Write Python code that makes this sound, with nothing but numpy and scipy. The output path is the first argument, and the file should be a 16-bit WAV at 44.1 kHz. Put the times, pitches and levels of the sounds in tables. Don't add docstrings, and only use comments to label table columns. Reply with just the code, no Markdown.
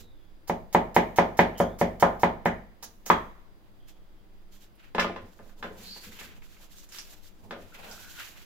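import sys
import numpy as np
from scipy import signal
from scipy.fft import rfft, irfft, next_fast_len
from scipy.io import wavfile

SR = 44100
rng = np.random.default_rng(int(sys.argv[2]) if len(sys.argv) > 2 else 0)


def persist_wave(psi):
    counts = np.round(np.clip(psi, -1, 1) * 32767).astype(np.int16)
    wavfile.write(sys.argv[1], SR, np.atleast_2d(counts).T)


def invert_db(level):
    return 10 ** (np.asarray(level, dtype=float) / 20)


N = 372629

# time in seconds, knock level in dB, knock pitch in Hz,
# then the low thud and the bright clack, both in dB against the knock.
BLADE_KNOCKS = [(0.497, -11, 756, -14, -16.5), (0.748, -2.5, 820, -17, -15.5),
                (0.964, -2.5, 814, -17.5, -10.5), (1.185, -3, 798, -16.5, -11),
                (1.391, -2, 810, -14.5, -6.5), (1.601, -7.5, 640, -10.5, -22), (1.813, -7, 664, -11, -17.5),
                (2.025, -3.5, 804, -15.5, -15.5), (2.233, -4.5, 840, -15, -12),
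                (2.457, -8.5, 766, -11, -11.5), (3.1006, -2.5, 1080, -22, -15)]

# time in seconds, level in dB,
# strongest pitch in Hz, fall in dB per octave away from it.
LIGHT_TAPS = [(1.177, -25, 2000, 7), (2.826, -43, 1400, 13), (3.066, -39, 863, 2),
              (3.1012, -12.5, 1902, 22), (3.1025, -13, 3300, 22), (4.9486, -16.5, 1024, 5),
              (4.9822, -8, 1110, 9.5), (4.9839, -23, 550, 15), (4.9869, -16, 1500, 18),
              (4.993, -11, 1500, 21), (4.996, -10, 2200, 10), (4.9981, -13, 5300, 18),
              (4.9994, -15, 3500, 5.5), (5.0027, -27, 2080, 12), (5.012, -27, 7260, 15),
              (5.022, -28, 1500, 1), (5.0445, -16, 1260, 13), (5.048, -20, 577, 16), (5.097, -17, 690, 26),
              (5.1605, -40, 2270, 8), (5.162, -23.5, 1080, 7.5), (5.173, -29.5, 785, 9),
              (5.391, -40, 1490, 17), (5.397, -38, 590, 21), (5.495, -46, 1500, 12), (5.6272, -22, 1550, 8),
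              (5.629, -28.5, 3420, 14), (5.64, -26, 1500, 8), (5.644, -28.5, 590, 10),
              (5.668, -35.5, 590, 9), (5.71, -37, 450, 16), (5.962, -34.5, 990, 11), (6.212, -36, 1814, 5),
              (7.509, -25.5, 1513, 5.5), (7.509, -30.5, 3130, 21), (7.515, -39, 2500, 8),
              (7.522, -29, 570, 21), (7.526, -36.5, 2300, 14), (7.539, -35.5, 1160, 22),
              (7.563, -33.5, 600, 7), (7.587, -47, 600, 3)]


def at_hz(points, hz):
    hz_points, values = np.array(points)[:, 0], np.array(points)[:, 1]
    return np.interp(np.log(hz), np.log(hz_points), values)


def rms_one(x):
    return x / np.sqrt(np.mean(x ** 2) + 1e-20)


def low_pass(x, order, cut_hz):
    return signal.sosfilt(signal.butter(order, cut_hz, fs=SR, output="sos"), x)


def high_pass(x, cut_hz):
    return signal.sosfilt(signal.butter(2, cut_hz, "high", fs=SR, output="sos"), x)


def band_pass(x, edges_hz):
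    return signal.sosfilt(signal.butter(2, edges_hz, "band", fs=SR, output="sos"), x)


def coloured(x, points):
    size = next_fast_len(x.shape[-1], True)
    hz = np.maximum(np.arange(size // 2 + 1) * SR / size, 1)
    return irfft(rfft(x, size) * invert_db(at_hz(points, hz)), size)[..., :x.shape[-1]]


def drift(rate):
    knots = rng.standard_normal(int(N / SR * 60) + 2)
    return np.interp(np.arange(N) / SR * rate, np.arange(len(knots)), knots)


def ring(x, hz, width_hz):
    shrink = np.exp(-np.pi * width_hz / SR)
    turn = 2 * np.pi * hz / SR
    return signal.lfilter([0, np.sin(turn)], [1, -2 * shrink * np.cos(turn), shrink * shrink], x + 1e-18)


def pair(size):
    # pitch in Hz, left-right likeness from 0 to 1 (below 0 counts as 0).
    likeness = [(60, -0.55), (180, 0.99), (550, 0.43), (1650, -0.5), (4970, -1), (15000, -0.03)]
    fast = next_fast_len(size, True)
    hz = np.maximum(np.arange(fast // 2 + 1) * SR / fast, 1)
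    alike = np.clip(at_hz(likeness, hz), 0, .99)
    mid, side = rfft(rng.standard_normal((2, size)), fast)
    both = np.sqrt(1 + alike) * mid + np.sqrt(1 - alike) * side * [[1], [-1]]
    return irfft(both, fast)[:, :size] / np.sqrt(2)


def grains(per_s, spread_db):
    sizes = invert_db(spread_db * np.minimum(rng.exponential(1, N), 3.5))
    signs = rng.choice([-1, 1], N)
    return rms_one(sizes * signs * (rng.random(N) < per_s / SR))


def whistle(rows, width_hz, gain_db):
    t = np.arange(N) / SR
    s, db, hz = np.transpose(rows)
    rough = low_pass(rng.standard_normal((2, N)), 2, width_hz / 2)
    turn = 2 * np.pi * np.cumsum(np.interp(t, s, hz)) / SR
    level = invert_db(np.interp(t, s, db + gain_db, -140, -140))
    return level * rms_one(rough[0] * np.cos(turn) + rough[1] * np.sin(turn))


def refrigerator():
    # pitch in Hz, level in dB per Hz.
    rumble_colour = [(8.2, -26), (14, 10), (25, -5.5), (48, -15), (170, -25), (202, -22), (256, -29.5),
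                     (305, -20.5), (441, -29), (624, -29.5), (2100, -39.5), (2500, -52.5), (3250, -69.5),
                     (5500, -120)]
    # pitch in Hz, level in dB per Hz.
    air_colour = [(1500, -33), (2300, -1), (3500, 1), (5000, -4.5), (7000, -10.5), (8700, -11), (12500, -9),
                  (16000, -6.5)]
    # pitch in Hz, level in dB.
    motor_lines = [(100, -68), (199.5, -68.5), (301, -75.5), (344, -79), (4813, -81)]
    t = np.arange(N) / SR
    hum = 0
    for hz, db in motor_lines:
        level = invert_db(db - 3.0 + 2.1 * drift(13))
        hum = hum + level * np.sin(2 * np.pi * hz * t + 2.3 * drift(6.5))
    rumble = invert_db(-50.5) * rms_one(coloured(pair(N), rumble_colour))
    air = invert_db(-72) * rms_one(coloured(pair(N), air_colour))
    return rumble + air + hum


def gestures(rows, rise_db_per_s, fall_db_per_s):
    lazy_s = 0.29
    t = np.arange(0, N + 64, 64) / SR
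    first, second = 0, 0
    for s, length, db, other_db in rows:
        before, after = np.maximum(s - t, 0), np.maximum(t - s - length, 0)
        edges_db = rise_db_per_s * before + fall_db_per_s * after
        shape = invert_db(db - edges_db / (1 + length / lazy_s))
        first = first + shape ** 2
        second = second + (shape * invert_db(other_db)) ** 2
    return [np.interp(np.arange(N) / SR, t, np.sqrt(power)) for power in (first, second)]


def crackle():
    ring_cycles = 2.2
    pops = grains(per_s=350, spread_db=3.0)
    dealt = rng.integers(0, 10, N)
    out = 0
    for k, hz in enumerate(np.geomspace(1300, 7000, 10)):
        out = out + ring(pops * (dealt == k), hz, hz / ring_cycles / np.pi)
    return rms_one(out)


def rubs():
    # start in seconds, length in seconds, hiss level in dB,
    # pressure as scrape over hiss in dB.
    strokes = [(0.004, 0.0045, -58, -7), (2.826, 0.021, -72.5, -2), (3.885, 0.0085, -63, -4),
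               (4.525, 0.042, -63.5, -8), (4.61, 0.031, -66.5, -2.5), (4.8, 0.091, -78, 14),
               (5.008, 0.021, -54, -9), (5.26, 0.14, -72.5, -10), (5.43, 0.075, -70, -3.5),
               (5.58, 0.15, -69, -11), (5.785, 0.28, -56.5, -4), (6.035, 0.042, -59, 1.5),
               (6.12, 0.053, -58, 3.5), (6.2, 0.057, -53.5, 2.5), (6.27, 0.056, -64.5, 9),
               (6.44, 0.2, -64, -3), (6.72, .11, -61, -11), (6.888, 0.016, -68, -4), (6.922, .02, -59, 0),
               (6.947, 0.018, -48, -4.5), (6.986, 0.0089, -57, 5), (7.02, 0.12, -59.5, -4.5),
               (7.235, 0.039, -63, -23), (6.3, 2.6, -74.5, -0.5), (7.6, 0.14, -70, 4.5),
               (7.745, 0.13, -63, 8), (7.84, .04, -63, 8.5), (7.9, 0.32, -54.5, -4),
               (8.155, 0.016, -59.5, 8.5), (8.197, 0.024, -50.5, 7), (8.25, 0.024, -53, 1.5),
               (8.31, 0.12, -62.5, 3)]
    # start in seconds, length in seconds, shuffle level in dB,
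    # brush over shuffle in dB.
    moves = [(0.004, 0.047, -55, -17), (2.69, 0.045, -64, -14), (2.828, 0.065, -59, -29),
             (3.75, 0.25, -72.5, -1.5), (4.88, 0.043, -73, -18.5), (5.23, 0.021, -48, -9.5),
             (5.39, 0.076, -57, -4.5), (5.63, 0.19, -52.5, -3.5), (5.755, 0.022, -55, -1.5),
             (5.8, 0.11, -61, -8), (6.07, 0.037, -51, -12), (6.2, 0.15, -56.5, -6),
             (6.6, 0.034, -67.5, 4.5), (6.99, 0.023, -77, -11), (7.1, 0.042, -69.5, 7.5),
             (7.45, 0.17, -52.5, -3.5), (7.8, 0.11, -56, 8.5), (7.92, 0.15, -60, 0), (8.29, 0.071, -69, 6)]
    # levels of hiss, scrape, shuffle and brush in dB.
    resting_db = [-88.5, -80, -77, -77]
    # pitch in Hz, level in dB per Hz.
    hiss_colour = [(1760, -24.5), (3000, -6), (3680, -4), (4140, -5), (5290, -6.5), (7250, -5.5),
                   (8640, -14.5), (12100, -9), (15100, -8.5), (16000, -25.5)]
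    scrape_colour = [(180, -39), (300, -29.5), (601, -13), (734, -12), (1290, -4), (1490, 0), (1900, -2.5),
                     (2650, -0.5), (5000, -16), (6500, -42), (11000, -120)]
    shuffle_colour = [(35, -36), (60, -3), (102, 1), (135, -28), (177, -0.5), (231, -1), (296, -11.5),
                      (500, -10), (650, -32.5), (1100, -120)]
    brush_colour = [(250, -27.5), (420, -4.5), (700, -0.5), (1000, -2.5), (1500, -27.5)]

    moving = gestures(strokes, rise_db_per_s=1104, fall_db_per_s=380)
    moving = moving + gestures(moves, rise_db_per_s=288, fall_db_per_s=180)
    hiss, scrape, shuffle, brush = [np.hypot(level, invert_db(db)) for level, db in zip(moving, resting_db)]

    together = 2.5 * drift(45)
    bright = rms_one(coloured(pair(N) + 0.35 * grains(2500, 3.0), hiss_colour))
    bright = bright * invert_db(3.5 + together + 1.2 * drift(55))
    dull = rms_one(coloured(pair(N) + 0.38 * grains(1500, 2.2), scrape_colour))
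    dull = dull * invert_db(2.0 + together + 1.0 * drift(48))
    low = rms_one(coloured(rng.standard_normal(N), shuffle_colour)) * invert_db(-1.5)
    soft = rms_one(coloured(pair(N), brush_colour)) * invert_db(-3.0 + together)
    return hiss * (bright + invert_db(-7) * crackle()) + scrape * dull + shuffle * low + brush * soft


def birds():
    # time in seconds, level in dB, pitch in Hz.
    calls = [
        [(.03, -62, 3900), (.1, -71, 3800), (.22, -74, 3400), (.36, -82, 3400)],
        [(1.55, -58, 2990), (1.6, -46, 3070), (1.68, -59, 3297), (1.77, -72, 3600)],
        [(3.8, -71, 3203), (3.86, -72.5, 3240), (3.97, -75, 3254), (4.04, -82.5, 3220), (4.22, -78, 3240),
         (4.3, -92.5, 3274), (4.5, -88, 3284), (4.56, -67.5, 3270), (4.63, -84, 3320)],
    ]
    return sum(whistle(rows, width_hz=300, gain_db=-2.0) for rows in calls)


def cuts():
    # start in seconds, crunch level in dB, length in seconds.
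    slices = [(0.4746, -36, 0.021), (0.728, -30.5, 0.016), (0.945, -32.5, 0.03), (1.1604, -29.5, 0.023),
              (1.37, -36.5, 0.04), (1.576, -31, 0.033), (1.786, -31.5, 0.026), (1.998, -30.5, 0.027),
              (2.196, -36, 0.045), (2.454, -31.5, 0.0054), (2.826, -35, 0.016), (3.057, -33, 0.052)]
    # pitch in Hz, level in dB per Hz.
    crunch_colour = [(410, -14), (700, -0.5), (1580, -9), (2220, -8), (2530, -11), (3200, -10), (4990, -7),
                     (6570, -4.5), (8650, -15), (13000, -10), (16000, -8)]
    gain_db, fall_s = -11.5, 0.0044
    t, effort = np.arange(N) / SR, np.zeros(N)
    for s, db, length in slices:
        dying = np.exp(-np.maximum(t - s - length, 0) / fall_s)
        effort += invert_db(db + gain_db) * (t > s) * dying
    crunch = rms_one(coloured(grains(per_s=6500, spread_db=8.0), crunch_colour))
    return effort * invert_db(2.8 * drift(64)) * crunch


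def knocks():
    mode_widths = [90, 319, 496, 459.3, 1334]
    thud_hz, clack_hz, upper_clack_hz, tick_hz = 202, 1860, 2130, 3400
    tick_db = -22
    gain_db = np.array([4.3, 3.89, 5.2, 0.44, 6.9])
    shift = np.array([0.077, .3, 0.34, 0.21, 0.34])
    crack_db, crack_fall_s, flight_s = -37.5, 0.00077, 0.00043
    dead_hz, dead_width_hz, dead_share = 2661, 350, .7

    size = 4096
    t = np.maximum(np.arange(size) / SR - flight_s, 0)
    out, cracks = np.zeros((2, N + size)), np.zeros(N + size)
    fading = np.exp(-np.pi * np.array(mode_widths)[:, None] * t)
    for s, knock_db, knock_hz, thud_db, clack_db in BLADE_KNOCKS:
        start = round(s * SR)
        against_db = np.array([thud_db, 0, clack_db, clack_db, tick_db + clack_db])
        levels = invert_db(knock_db + against_db + gain_db)
        pitches = np.array([thud_hz, knock_hz, clack_hz, upper_clack_hz, tick_hz])
        modes = np.sin(2 * np.pi * pitches[:, None] * t) * fading
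        spot = rng.standard_normal(5)
        out[:, start:start + size] -= np.array([levels, shift * spot * levels]) @ modes
        spray = rng.standard_normal(size) * (t > 0) * np.exp(-t / crack_fall_s)
        cracks[start:start + size] += invert_db(knock_db + crack_db) * spray

    soft = low_pass(out[:, :N] + 1e-18, 2, 3200)
    blows = high_pass(soft, 160)
    gap = signal.iirpeak(dead_hz, dead_hz / dead_width_hz, fs=SR)
    blows = blows - dead_share * signal.lfilter(*gap, blows)
    blows[0] += high_pass(cracks[:N] + 1e-18, 4500)
    blows[1] = high_pass(blows[1], 640)
    return blows


def counter():
    # pitch in Hz, width in Hz, level in dB.
    cabinet = [(46.6, 5, -29.5), (71, 10, -30.5), (95.5, 7.2, -28.5)]
    tap_push_db = -18.5
    pushes = np.zeros(N)
    for s, knock_db, knock_hz, thud_db, clack_db in BLADE_KNOCKS:
        pushes[round(s * SR)] = invert_db(knock_db + thud_db)
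    for s, db, hz, fall_db in LIGHT_TAPS:
        pushes[round(s * SR)] += invert_db(db + tap_push_db)
    out = 0
    for hz, width, db in cabinet:
        twin = ring(ring(pushes, hz, width), hz, width)
        out = out + invert_db(db) * twin * width * np.pi / SR * 10
    return out


def taps():
    band_edges = [140, 380, 800, 1700, 4200, 15000]
    body_db = [-15, -2.5, -7.5, -5.5, -9.5]
    ring_db, ring_cycles = -7, 1.9
    size = 1024
    out, click = np.zeros(N), -np.eye(1, size)[0]
    for k, band in enumerate(zip(band_edges, band_edges[1:])):
        shaped = band_pass(click, band)
        shaped = shaped / np.abs(shaped).max()
        middle_hz = np.sqrt(band[0] * band[1])
        sign = (-1) ** k
        for s, db, hz, fall_db in LIGHT_TAPS:
            level_db = db + body_db[k] - fall_db * abs(np.log2(middle_hz / hz))
            out[round(s * SR):][:size] += invert_db(level_db) * sign * shaped
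    t = np.arange(size) / SR
    for s, db, hz, fall_db in LIGHT_TAPS:
        tone = np.sin(2 * np.pi * hz * t) * np.exp(-t * hz / ring_cycles)
        out[round(s * SR):][:size] -= invert_db(db + ring_db) * tone
    return out


def snaps():
    # time in seconds, level in dB, pitch in Hz.
    partings = [(3.886, -50, 6015), (4.755, -52, 11000), (5.7806, -59, 3020), (5.843, -38, 4100),
                (6.123, -46, 2380), (6.1901, -33, 2780), (6.2112, -43, 1900), (7.7484, -38, 2650),
                (6.2166, -42, 2300), (6.3633, -50, 2690), (6.4222, -44, 2340), (6.568, -49, 2190),
                (6.7844, -37.5, 6120), (6.8905, -39, 6550), (6.9232, -33.5, 5270), (6.948, -37, 3570),
                (6.9862, -24, 5300), (6.991, -37, 5900), (6.993, -49, 5000), (7.2106, -56, 3460),
                (7.913, -30.5, 5200), (8.1877, -33, 3020), (8.264, -49, 2750)]
    gain_db, ring_cycles, spit_db, spit_fall_s = 3.5, 1.4, -20, 0.00027
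    size = 600
    out, t = np.zeros(N), np.arange(size) / SR
    for s, db, hz in partings:
        spit = invert_db(spit_db) * rng.standard_normal(size) * np.exp(-t / spit_fall_s)
        tone = np.sin(2 * np.pi * hz * t) * np.exp(-t * hz / ring_cycles)
        out[round(s * SR):][:size] += invert_db(db + gain_db) * (tone + spit)
    return out


def bowl_skid():
    # time in seconds, level in dB, pitch in Hz.
    squeak = [
        (5.83, -50, 4330),
        (5.86, -44.5, 4210),
        (5.914, -38.5, 4460),
        (6.006, -54, 4550),
        (6.06, -60, 4410),
    ]
    return whistle(squeak, width_hz=550, gain_db=-7.0)


def palm_slide():
    # time in seconds, level in dB, pitch in Hz.
    hollow = [
        (7.72, -54, 1430),
        (7.826, -66, 1390),
        (7.864, -48, 1458),
        (8.016, -54, 1484),
        (8.068, -49, 1517),
        (8.146, -59, 1526),
        (8.206, -40.5, 1454),
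        (8.28, -65, 1540),
    ]
    return whistle(hollow, width_hz=220, gain_db=-5.5)


def wall(x):
    later = np.concatenate([np.zeros(round(0.002278 * SR)), x])[:N]
    return invert_db(-1.5) * low_pass(later + 1e-18, 1, 3000)


def ports(x):
    lag_s = 7e-5
    size = next_fast_len(N, True)
    hz = np.arange(size // 2 + 1) * SR / size
    left = irfft(rfft(x, size) * np.exp(-2j * np.pi * hz * lag_s), size)[:N]
    return np.array([left, x])


def kitchen(x, modes, decay, tilt, diffuse_db, modes_db, first_s):
    # pitch in Hz, level in dB.
    echo_colour = [(100, -28.5), (160, -6), (300, -4.5), (400, -3), (480, -7), (570, -7), (700, -6),
                   (880, -4.5), (1110, -3.5), (1400, 3.5), (2000, -4.5), (2500, -1.5), (3000, 0),
                   (4000, -3), (6000, 2.5), (14000, 6.5)]
    hall_db, hall_t60_s = -22.5, 0.75
    build_s = 0.0039
    t = np.arange(32768) / SR
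    edges = 60 * 2 ** np.arange(0, 8.3, .5)
    white = [pair(len(t)), pair(len(t))]
    echoes = 0
    for k, (low, high) in enumerate(zip(edges, edges[1:])):
        hz = np.sqrt(low * high)
        level = invert_db(at_hz(echo_colour, hz) + at_hz(tilt, hz))
        dying = invert_db(-60 * t / at_hz(decay, hz)) + invert_db(hall_db - 60 * t / hall_t60_s)
        echoes = echoes + band_pass(white[k % 2], [low, high]) * level * dying
    onset = np.clip(t / first_s - 1, 0, 1) * (1 - 0.067 * np.exp(-t / build_s))
    echoes = invert_db(diffuse_db) * echoes * onset
    for k, (hz, db, t60) in enumerate(modes):
        standing = np.sin(2 * np.pi * hz * t) * (-1) ** k
        echoes = echoes + invert_db(modes_db + db - 60 * t / t60) * standing
    return signal.fftconvolve(x[None], echoes, axes=1)[:, :N]


def room_from_middle(x):
    # pitch in Hz, level in dB, time to fall 60 dB in seconds.
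    standing_waves = [(170, 4, 0.29), (185.8, 9.5, 0.24), (234.9, 7.5, 0.29), (342.3, 5.5, 0.32),
                      (373, 2.5, .25), (425, 4, 0.27), (476, -2, .22), (550, 3.5, 0.2), (637, -4, 0.4),
                      (708, -3, 0.21), (772, -8.5, 0.3), (855.4, -6, 0.22), (997, 2, 0.16), (1087, -5, 0.15),
                      (1115, -9, .28), (1166, 0.5, 0.11), (1222, -6.5, 0.19), (1281, -6.5, .3),
                   (1341, -11, .3), (1497, -9, .28), (1698, -8.5, .22), (1771, -9.5, .3), (1930, -12, .25),
                   (2083, -9.5, .15), (2100, -9.5, 0.24), (2196, -9, .25), (2440, -12, .25),
                   (3219, -12.5, .3)]
    # pitch in Hz, time for echoes to fall 60 dB in seconds.
    decay = [(60, 0.64), (250, 0.37), (740, 0.31), (1940, 0.16), (2700, .2), (3600, 0.21), (5100, 0.18),
             (13500, 0.05)]
    no_tilt = [(1000, 0)]
    return kitchen(x, standing_waves, decay, no_tilt, diffuse_db=-24.0, modes_db=-53.0, first_s=0.0016)


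def room_from_edge(x):
    # pitch in Hz, level in dB, time to fall 60 dB in seconds.
    edge_modes = [(180.6, 10.5, .3), (233.2, 8, .29), (346.6, -4.5, .3), (420.6, 3, .25), (523, 2.5, .3),
                  (562.7, 2, .25), (677, 1.5, 0.22), (948, -1, 0.16), (1030, -0.5, .3), (1116, 0, 0.2),
                  (1221, 2, .3), (1422, -1, 0.24), (1760, -1.5, .21), (2045, -3, .25)]
    # pitch in Hz, time for echoes to fall 60 dB in seconds.
    decay = [(60, 0.64), (250, 0.42), (740, 0.28), (1400, .26), (2400, 0.27), (3600, 0.25), (5100, 0.2),
             (13500, 0.054)]
    # pitch in Hz, level in dB.
    tilt = [(150, 0), (400, 1), (900, -1), (1500, -2), (2400, 3), (3500, 0.5), (6000, 0)]
    return kitchen(x, edge_modes, decay, tilt, diffuse_db=-18.0, modes_db=-43.5, first_s=0.0006)


def scene():
    blows, elsewhere = knocks()
    board = blows + cuts() + snaps() + bowl_skid()
    light = taps()
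    direct = ports(board + light + wall(board + light))
    room = room_from_middle(board)
    aside = room_from_edge(elsewhere + invert_db(-5) * light)
    hands = rubs() + palm_slide()
    return direct + room + aside + counter() + hands + birds() + refrigerator()


def top_cut(x):
    return signal.sosfilt(signal.butter(12, 16990, fs=SR, output="sos"), x)


def record(dry):
    # pitch in Hz, left minus right in dB.
    lean = [(60, -0.5), (180, 1), (550, -0.5), (1650, 0), (4970, -3), (15000, -6.5)]
    null_hz, null_width_hz = 8750, 320
    left = coloured(dry[0], np.array(lean) * [1, .5])
    right = coloured(dry[1], np.array(lean) * [1, -.5])
    null = signal.iirnotch(null_hz, null_hz / null_width_hz, fs=SR)
    heard = signal.lfilter(*null, np.array([left, right]))
    rounded = 1.3 * np.tanh(heard / 1.3)
    mix = signal.sosfilt(signal.ellip(8, .5, 40, 15850, fs=SR, output="sos"), rounded)
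    return top_cut(mix)


dry = scene()
out = record(dry)
persist_wave(out)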